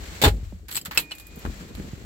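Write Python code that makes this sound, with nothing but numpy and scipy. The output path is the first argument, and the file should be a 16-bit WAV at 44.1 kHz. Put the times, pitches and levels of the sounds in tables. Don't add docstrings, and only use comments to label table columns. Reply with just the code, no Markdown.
import sys
import numpy as np
from scipy import signal
from scipy.fft import irfft, next_fast_len
from scipy.io import wavfile

SR = 44100
rng = np.random.default_rng(int(sys.argv[2]) if len(sys.argv) > 2 else 0)


def unload_audio(sound):
    columns = np.transpose(np.atleast_2d(sound))
    steps = np.round(np.clip(columns, -1, 1) * 32767)
    wavfile.write(sys.argv[1], SR, steps.astype(np.int16))


N = 90404
TIME = np.arange(N) / SR
LOW_CUT_HZ, HIGH_CUT_HZ = 52, 15900
PATH_SPREAD_S = .00008

# t/s, level/dB
RUSTLE_LEVELS = [(0, -46.5), (.07, -42), (.2, -42.5), (.33, -56), (.45, -55), (.63, -65), (.75, -64),
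                 (1.08, -55), (1.19, -53.5), (1.3, -54.5), (1.42, -47), (1.6, -47), (1.72, -52),
                 (1.83, -48), (2.05, -53)]
SEAT_LEVELS = [(0, -48), (.2, -51.5), (.34, -38), (.48, -61), (.65, -60.5), (.8, -53), (1.0, -49.5),
               (1.2, -62), (1.42, -48), (1.5, -45.5), (1.67, -46.5), (1.8, -43), (2.05, -48)]
RUMBLE_LEVELS = [(0, -40), (.18, -37), (.45, -36.5), (.62, -42), (.8, -50.5), (1.0, -43.5), (1.15, -50),
                 (1.3, -43.5), (1.42, -48.5), (1.48, -32), (1.54, -45), (1.72, -42.5), (1.8, -35),
                 (2.05, -42.5)]
# f/Hz, level/dB
RUSTLE_SPECTRUM = [(100, 2), (400, 2), (1000, 0.5), (2000, 2.5), (4000, -3.5), (6000, -6), (8000, -11),
                   (10000, -12.5), (15000, -14)]
SEAT_SPECTRUM = [(60, -10.5), (120, -2.5), (185, 2), (240, -2.5), (300, -4), (450, -6.5), (700, -18.5),
                 (2000, -53)]
RUMBLE_SPECTRUM = [(20, -57), (35, -0.5), (50, 0), (80, -4.5), (120, -22.5), (300, -36), (700, -57)]

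# t/s, level/dB
LATCH_SCRAPES = [(0.216, -8), (0.222, -6), (0.2254, -4), (.229, -32)]
# t/s, clatter/dB, panel ring/dB, tilt/(dB per octave)
DOOR_STRIKES = [(0.2371, -11, -17.5, 1.5), (0.2438, -10, -20, 0.2), (0.2503, -12, -23, -0.6),
                (0.261, -13, -33, -0.8), (0.277, -18.5, -27, 0), (0.2827, -27.5, -48, 1.5)]
# t/s, level/dB
DASH_FLEXES = [(.2595, -12.5), (.2735, -12.5), (.316, -42), (.4295, -30.5)]
# t/s, level/dB
DASH_KNOCKS = [(.399, -41), (.5245, -37), (.596, -47), (.881, -37)]
# t/s, level/dB, tilt/(dB per octave)
SOFT_BUMPS = [(.399, -43, -1.5), (.5252, -33.5, -4.5), (1.374, -35, -0.5), (1.474, -24.5, -7),
              (1.499, -26.5, -6.5), (1.608, -38.5, 6), (1.709, -31.5, -1.5), (1.777, -27, -2.5),
              (1.797, -41, 6), (1.933, -26.5, -8)]
# f/Hz, level/dB
LATCH_SPECTRUM = [(60, -24), (300, -2), (560, 3), (1000, -6), (2000, -3), (3800, -2), (6000, -12),
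                  (9500, -11.5), (14000, -8.5)]
DOOR_SPECTRUM = [(50, 0), (140, 3), (500, -2), (1000, -1), (2000, -4), (4000, -7.5), (5800, -17.5),
                 (9000, -16), (15000, -18.5)]
BUMP_SPECTRUM = [(30, -16), (70, -7.5), (190, 6.5), (350, -7), (700, -18.5), (1500, -17.5), (2500, -32),
                 (8000, -59), (16000, -63)]
# f/Hz, level/dB, t60/s
PANEL_MODES = [(115.3, 1, 0.11), (147.6, -7, .16), (289.8, -5, 0.13), (390, -0.5, 0.096), (431.6, 6, 0.068),
               (568, -12.5, 0.17), (626, -10.5, 0.098), (670, -10.5, 0.065), (822, -1.5, 0.1),
               (888, -8.5, 0.099), (1030, -19.5, 0.042), (1675, -12.5, .08), (1787, -8, 0.1),
               (3410, -8.5, 0.097), (3590, 0, .085), (4330, -17, .085)]
CABIN_AIR_MODES = [(50.8, -5, 0.58), (71, 1, 0.13), (91.7, -4, 0.21)]
DASHBOARD_MODES = [(185, 2.5, 0.088), (360, -9, .04), (573, -8, 0.045), (670, -24, 0.028)]

# t/s, level/dB, tilt/(dB per octave)
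KEY_JINGLES = [(.683, -35, -0.5), (.6885, -36, -3), (.707, -37, 5), (.7124, -28, -1), (.7245, -30, -1),
               (.736, -33, 9), (.7455, -27.5, 0), (.7546, -24.5, -1), (.7661, -19, 0.8),
               (.7711, -27.5, -1.5), (.787, -41, -.5), (.8131, -40, 1), (.8501, -31.5, 1.5),
               (.8563, -30.5, -1), (.878, -51, 1.5), (.9472, -32.5, 11), (.9975, -24.5, 9)]
KEY_TICKS = [(1.129, -47, 0), (1.151, -40, 4), (1.183, -38, 1), (1.198, -36.5, 0), (1.216, -52, 4),
             (1.268, -39.5, 5), (1.358, -41.5, 6), (1.390, -41, 10), (1.452, -46, -1.5),
             (1.7505, -35.5, -3), (1.7715, -36.5, -5)]
# t/s, level/dB
KEY_CLINKS = [(.7242, -35.5), (.7546, -25), (.7661, -20.5), (.8131, -37.5), (.8563, -33)]
# t/s, level/dB
TUMBLER_GRINDS = [(.690, -37), (.857, -32), (0.869, -39), (0.9099, -28.5), (0.916, -32.5), (0.931, -35),
                  (.950, -36), (.958, -33.5)]
# t/s, click/dB, tilt/(dB per octave), barrel ring/dB
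LOCK_SNAPS = [(0.774, -33.5, -3.5, -33.5), (0.9745, -9, 2.5, -16), (.981, -19.5, -6.5, -45),
              (1.11, -34.5, -3.5, -41), (1.1173, -28.5, -2, -41)]
# t/s, level/dB
SPRING_STRIKES = [(.976, -44.5)]
KEY_PINGS = [(1.117, -28)]
# f/Hz, level/dB
KEY_SPECTRUM = [(200, -5), (700, -8.5), (1500, -1.5), (3000, 1), (4500, 0), (6000, -5), (7800, -4),
                (10000, 0), (13000, 2), (16000, -5)]
GRIND_SPECTRUM = [(300, -22), (750, -3.5), (1150, 2), (1700, 3.5), (3200, -5), (5000, -10), (8000, -20.5),
                  (14000, -13.5)]
SNAP_SPECTRUM = [(100, -29), (550, -11), (900, -3.5), (1800, 0), (2700, 4), (3800, -0.5), (6000, -11),
                 (8000, -11.5), (10000, -7), (15000, -12.5)]
# f/Hz, level/dB, t60/s
BUNCH_MODES = [(3106, -20, 0.1), (4320, -18, 0.05), (4990, -6.5, 0.037), (7400, -7, 0.025),
               (7610, -10.5, 0.014), (7790, -3, 0.033), (11900, -18, .11), (12500, -33, .07),
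               (13000, -17, .05)]
BARREL_MODES = [(566, -12, 0.046), (2622, 6, 0.05), (2970, -2, 0.053), (3240, -18, 0.046),
                (4060, -6.5, 0.094), (4260, -16, .06), (4560, -18, .06), (5240, 2, 0.023),
                (7660, -6, 0.022), (8060, -1, 0.05)]
LOCK_SPRING_MODES = [(288, 1.5, 0.58), (312, -5, 1.6), (925, -7, 0.42), (1860, -5, 0.42), (2200, -10, 1.2),
                     (2340, -11, 0.84), (2440, -5, 1.1), (2457, -3, 1.95), (2460, -2, 0.57)]
KEY_PING_MODES = [(2640, -10, 0.083), (2880, -3.5, 0.063), (2940, 3, 0.047), (4200, -3, 0.042)]

# t/s, level/dB
DOUBLE_CLACK = [(1.4513, -20), (1.4612, -22)]
SEAT_SHUDDERS = [(1.461, -40.5), (1.53, -45), (1.60, -40.5)]
# f/Hz, level/dB
CLACK_SPECTRUM = [(80, -10), (200, 5.5), (400, -13), (900, -10), (1600, -10), (2300, -23), (5000, -34),
                  (15000, -48)]
# f/Hz, level/dB, t60/s
SEAT_SPRING_MODES = [(185.5, 2, 0.38), (211.4, -6, .2)]

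# f/Hz, correlation
STEREO_CORRELATION = [(60, 0.84), (300, 0.93), (700, 0.15), (1400, -0.22), (3000, 0.039), (15000, 0.021)]
# f/Hz, gain/dB, Q
LEFT_PORT_BELLS = [(7510, 13, 3.3), (9740, -5.5, 2.4), (13500, -1, 1.5)]
RIGHT_PORT_BELLS = [(1300, 0, 0.5), (4280, 7, 5.1), (8400, -8.5, 1.21), (12400, 6.5, 2.5)]


def from_db(db):
    return 10 ** (np.asarray(db) / 20)


def at_hz(points, hz):
    points = np.array(points)
    return np.interp(np.log(hz), np.log(points[:, 0]), points[:, 1])


def pan(x, left_db):
    return x * from_db([[left_db / 2], [-left_db / 2]])


def noise(spectrum, size, tilt_db=0):
    hz = np.maximum(np.fft.rfftfreq(size, 1 / SR), 1)
    alike = np.clip(at_hz(STEREO_CORRELATION, hz), -.99, .99)
    mid, side = np.exp(2j * np.pi * rng.random((2, len(hz))))
    stereo = np.sqrt(1 + alike) * mid + np.sqrt(1 - alike) * side * [[1], [-1]]
    gain = from_db(at_hz(spectrum, hz) + tilt_db * np.log2(hz)) * (hz < HIGH_CUT_HZ) * (hz > 20)
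    x = irfft(gain * stereo, size)
    return x / np.sqrt(np.mean(x ** 2))


def movement_noise(levels, spectrum, flutter_db, flutter_hz):
    flutter = np.interp(TIME * flutter_hz, np.arange(N), rng.standard_normal(N))
    level_db = np.interp(TIME, *np.transpose(levels)) + flutter_db * flutter
    return from_db(level_db) * noise(spectrum, next_fast_len(N))[:, :N]


def contacts(rows, spectrum, attack_s, crack_t60, tail_db, tail_t60, size=8192):
    out, t = np.zeros((2, N)), TIME[:size]
    crack, tail = from_db(-60 * t / crack_t60), from_db(tail_db - 60 * t / tail_t60)
    envelope = (1 - np.exp(-t / attack_s)) * np.hypot(crack, tail)
    for s, db, *tilt in rows:
        burst = from_db(db) * envelope * noise(spectrum, size, *tilt)
        start = int(s * SR)
        out[:, start:start + size] += burst[:, :N - start]
    return out


def ring(hits, modes, spread_db):
    s, db = np.transpose(hits)
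    lags = np.round(PATH_SPREAD_S * SR * rng.standard_normal((len(modes), 2))).astype(int)
    scatter_db = spread_db * rng.standard_normal((len(s), len(modes)))
    out = np.zeros((2, N))
    for k, (hz, mode_db, t60) in enumerate(modes):
        impulses = np.full((2, N), 1e-18)
        for side in range(2):
            impulses[side, (s * SR).astype(int) + lags[k, side]] = from_db(db + mode_db + scatter_db[:, k])
        r, w = from_db(-60 / (t60 * SR)), 2 * np.pi * hz / SR
        out += signal.lfilter([0, np.sin(w)], [1, -2 * r * np.cos(w), r * r], impulses)
    return out


def person_moving():
    rustle = movement_noise(RUSTLE_LEVELS, RUSTLE_SPECTRUM, flutter_db=1.36, flutter_hz=98)
    seat = movement_noise(SEAT_LEVELS, SEAT_SPECTRUM, flutter_db=4.0, flutter_hz=60)
    rumble = movement_noise(RUMBLE_LEVELS, RUMBLE_SPECTRUM, flutter_db=4.7, flutter_hz=14.77)
    return rustle + seat + pan(rumble, left_db=3)


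def glove_box():
    latch = contacts(LATCH_SCRAPES, LATCH_SPECTRUM,
                     attack_s=0.0019, crack_t60=0.012, tail_db=-7.5, tail_t60=0.034)
    slam = contacts([(s, db, tilt) for s, db, _, tilt in DOOR_STRIKES], DOOR_SPECTRUM,
                    attack_s=0.0016, crack_t60=0.035, tail_db=-3, tail_t60=0.095)
    panel = ring([(s, db) for s, _, db, _ in DOOR_STRIKES], PANEL_MODES, spread_db=3.9)
    boom = ring(DASH_FLEXES, CABIN_AIR_MODES, spread_db=1.8)
    return pan(latch + slam, left_db=-2.5) + pan(panel + boom, left_db=1.9)


def dashboard_knocks():
    return ring(DASH_KNOCKS, DASHBOARD_MODES, spread_db=2.5)


def soft_bumps():
    return contacts(SOFT_BUMPS, BUMP_SPECTRUM,
                    attack_s=0.00052, crack_t60=0.042, tail_db=-15, tail_t60=0.29)


def keys():
    jingle = contacts(KEY_JINGLES, KEY_SPECTRUM,
                      attack_s=0.00088, crack_t60=0.015, tail_db=-3.5, tail_t60=0.079)
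    ticks = contacts(KEY_TICKS, KEY_SPECTRUM, attack_s=.0003, crack_t60=0.015, tail_db=-6.5, tail_t60=0.1)
    clinks = ring(KEY_CLINKS, BUNCH_MODES, spread_db=3)
    return pan(jingle + ticks + clinks, left_db=-1.9)


def ignition_lock():
    grind = contacts(TUMBLER_GRINDS, GRIND_SPECTRUM,
                     attack_s=0.0013, crack_t60=0.07, tail_db=-7, tail_t60=0.078)
    snaps = contacts([row[:3] for row in LOCK_SNAPS], SNAP_SPECTRUM,
                     attack_s=0.0014, crack_t60=0.031, tail_db=-9.5, tail_t60=0.12)
    barrel = ring([(s, db) for s, _, _, db in LOCK_SNAPS], BARREL_MODES, spread_db=1.6)
    spring = ring(SPRING_STRIKES, LOCK_SPRING_MODES, spread_db=2.3)
    ping = ring(KEY_PINGS, KEY_PING_MODES, spread_db=1.5)
    return pan(grind + snaps + barrel + spring + ping, left_db=-2.5)


def sitting_back():
    clacks = contacts(DOUBLE_CLACK, CLACK_SPECTRUM,
                      attack_s=0.00026, crack_t60=0.021, tail_db=-15, tail_t60=0.092)
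    return clacks + ring(SEAT_SHUDDERS, SEAT_SPRING_MODES, spread_db=3)


def scene():
    up_front = glove_box() + keys() + ignition_lock() + dashboard_knocks()
    return up_front + person_moving() + soft_bumps() + sitting_back()


def microphone_port(x, bells):
    for hz, db, q in bells:
        a, w = from_db(db / 2), 2 * np.pi * hz / SR
        k = np.sin(w) / (2 * q)
        zeros = [1 + k * a, -2 * np.cos(w), 1 - k * a]
        poles = [1 + k / a, -2 * np.cos(w), 1 - k / a]
        x = signal.lfilter(zeros, poles, x)
    return x


def record(dry):
    x = np.array([microphone_port(dry[0], LEFT_PORT_BELLS), microphone_port(dry[1], RIGHT_PORT_BELLS)])
    low_cut = signal.butter(3, LOW_CUT_HZ, "high", fs=SR, output="sos")
    high_cut = signal.ellip(10, .2, 80, HIGH_CUT_HZ, fs=SR, output="sos")
    rounded = np.tanh(signal.sosfilt(low_cut, x))
    return signal.sosfilt(high_cut, rounded)


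dry = scene()
out = record(dry)
unload_audio(out)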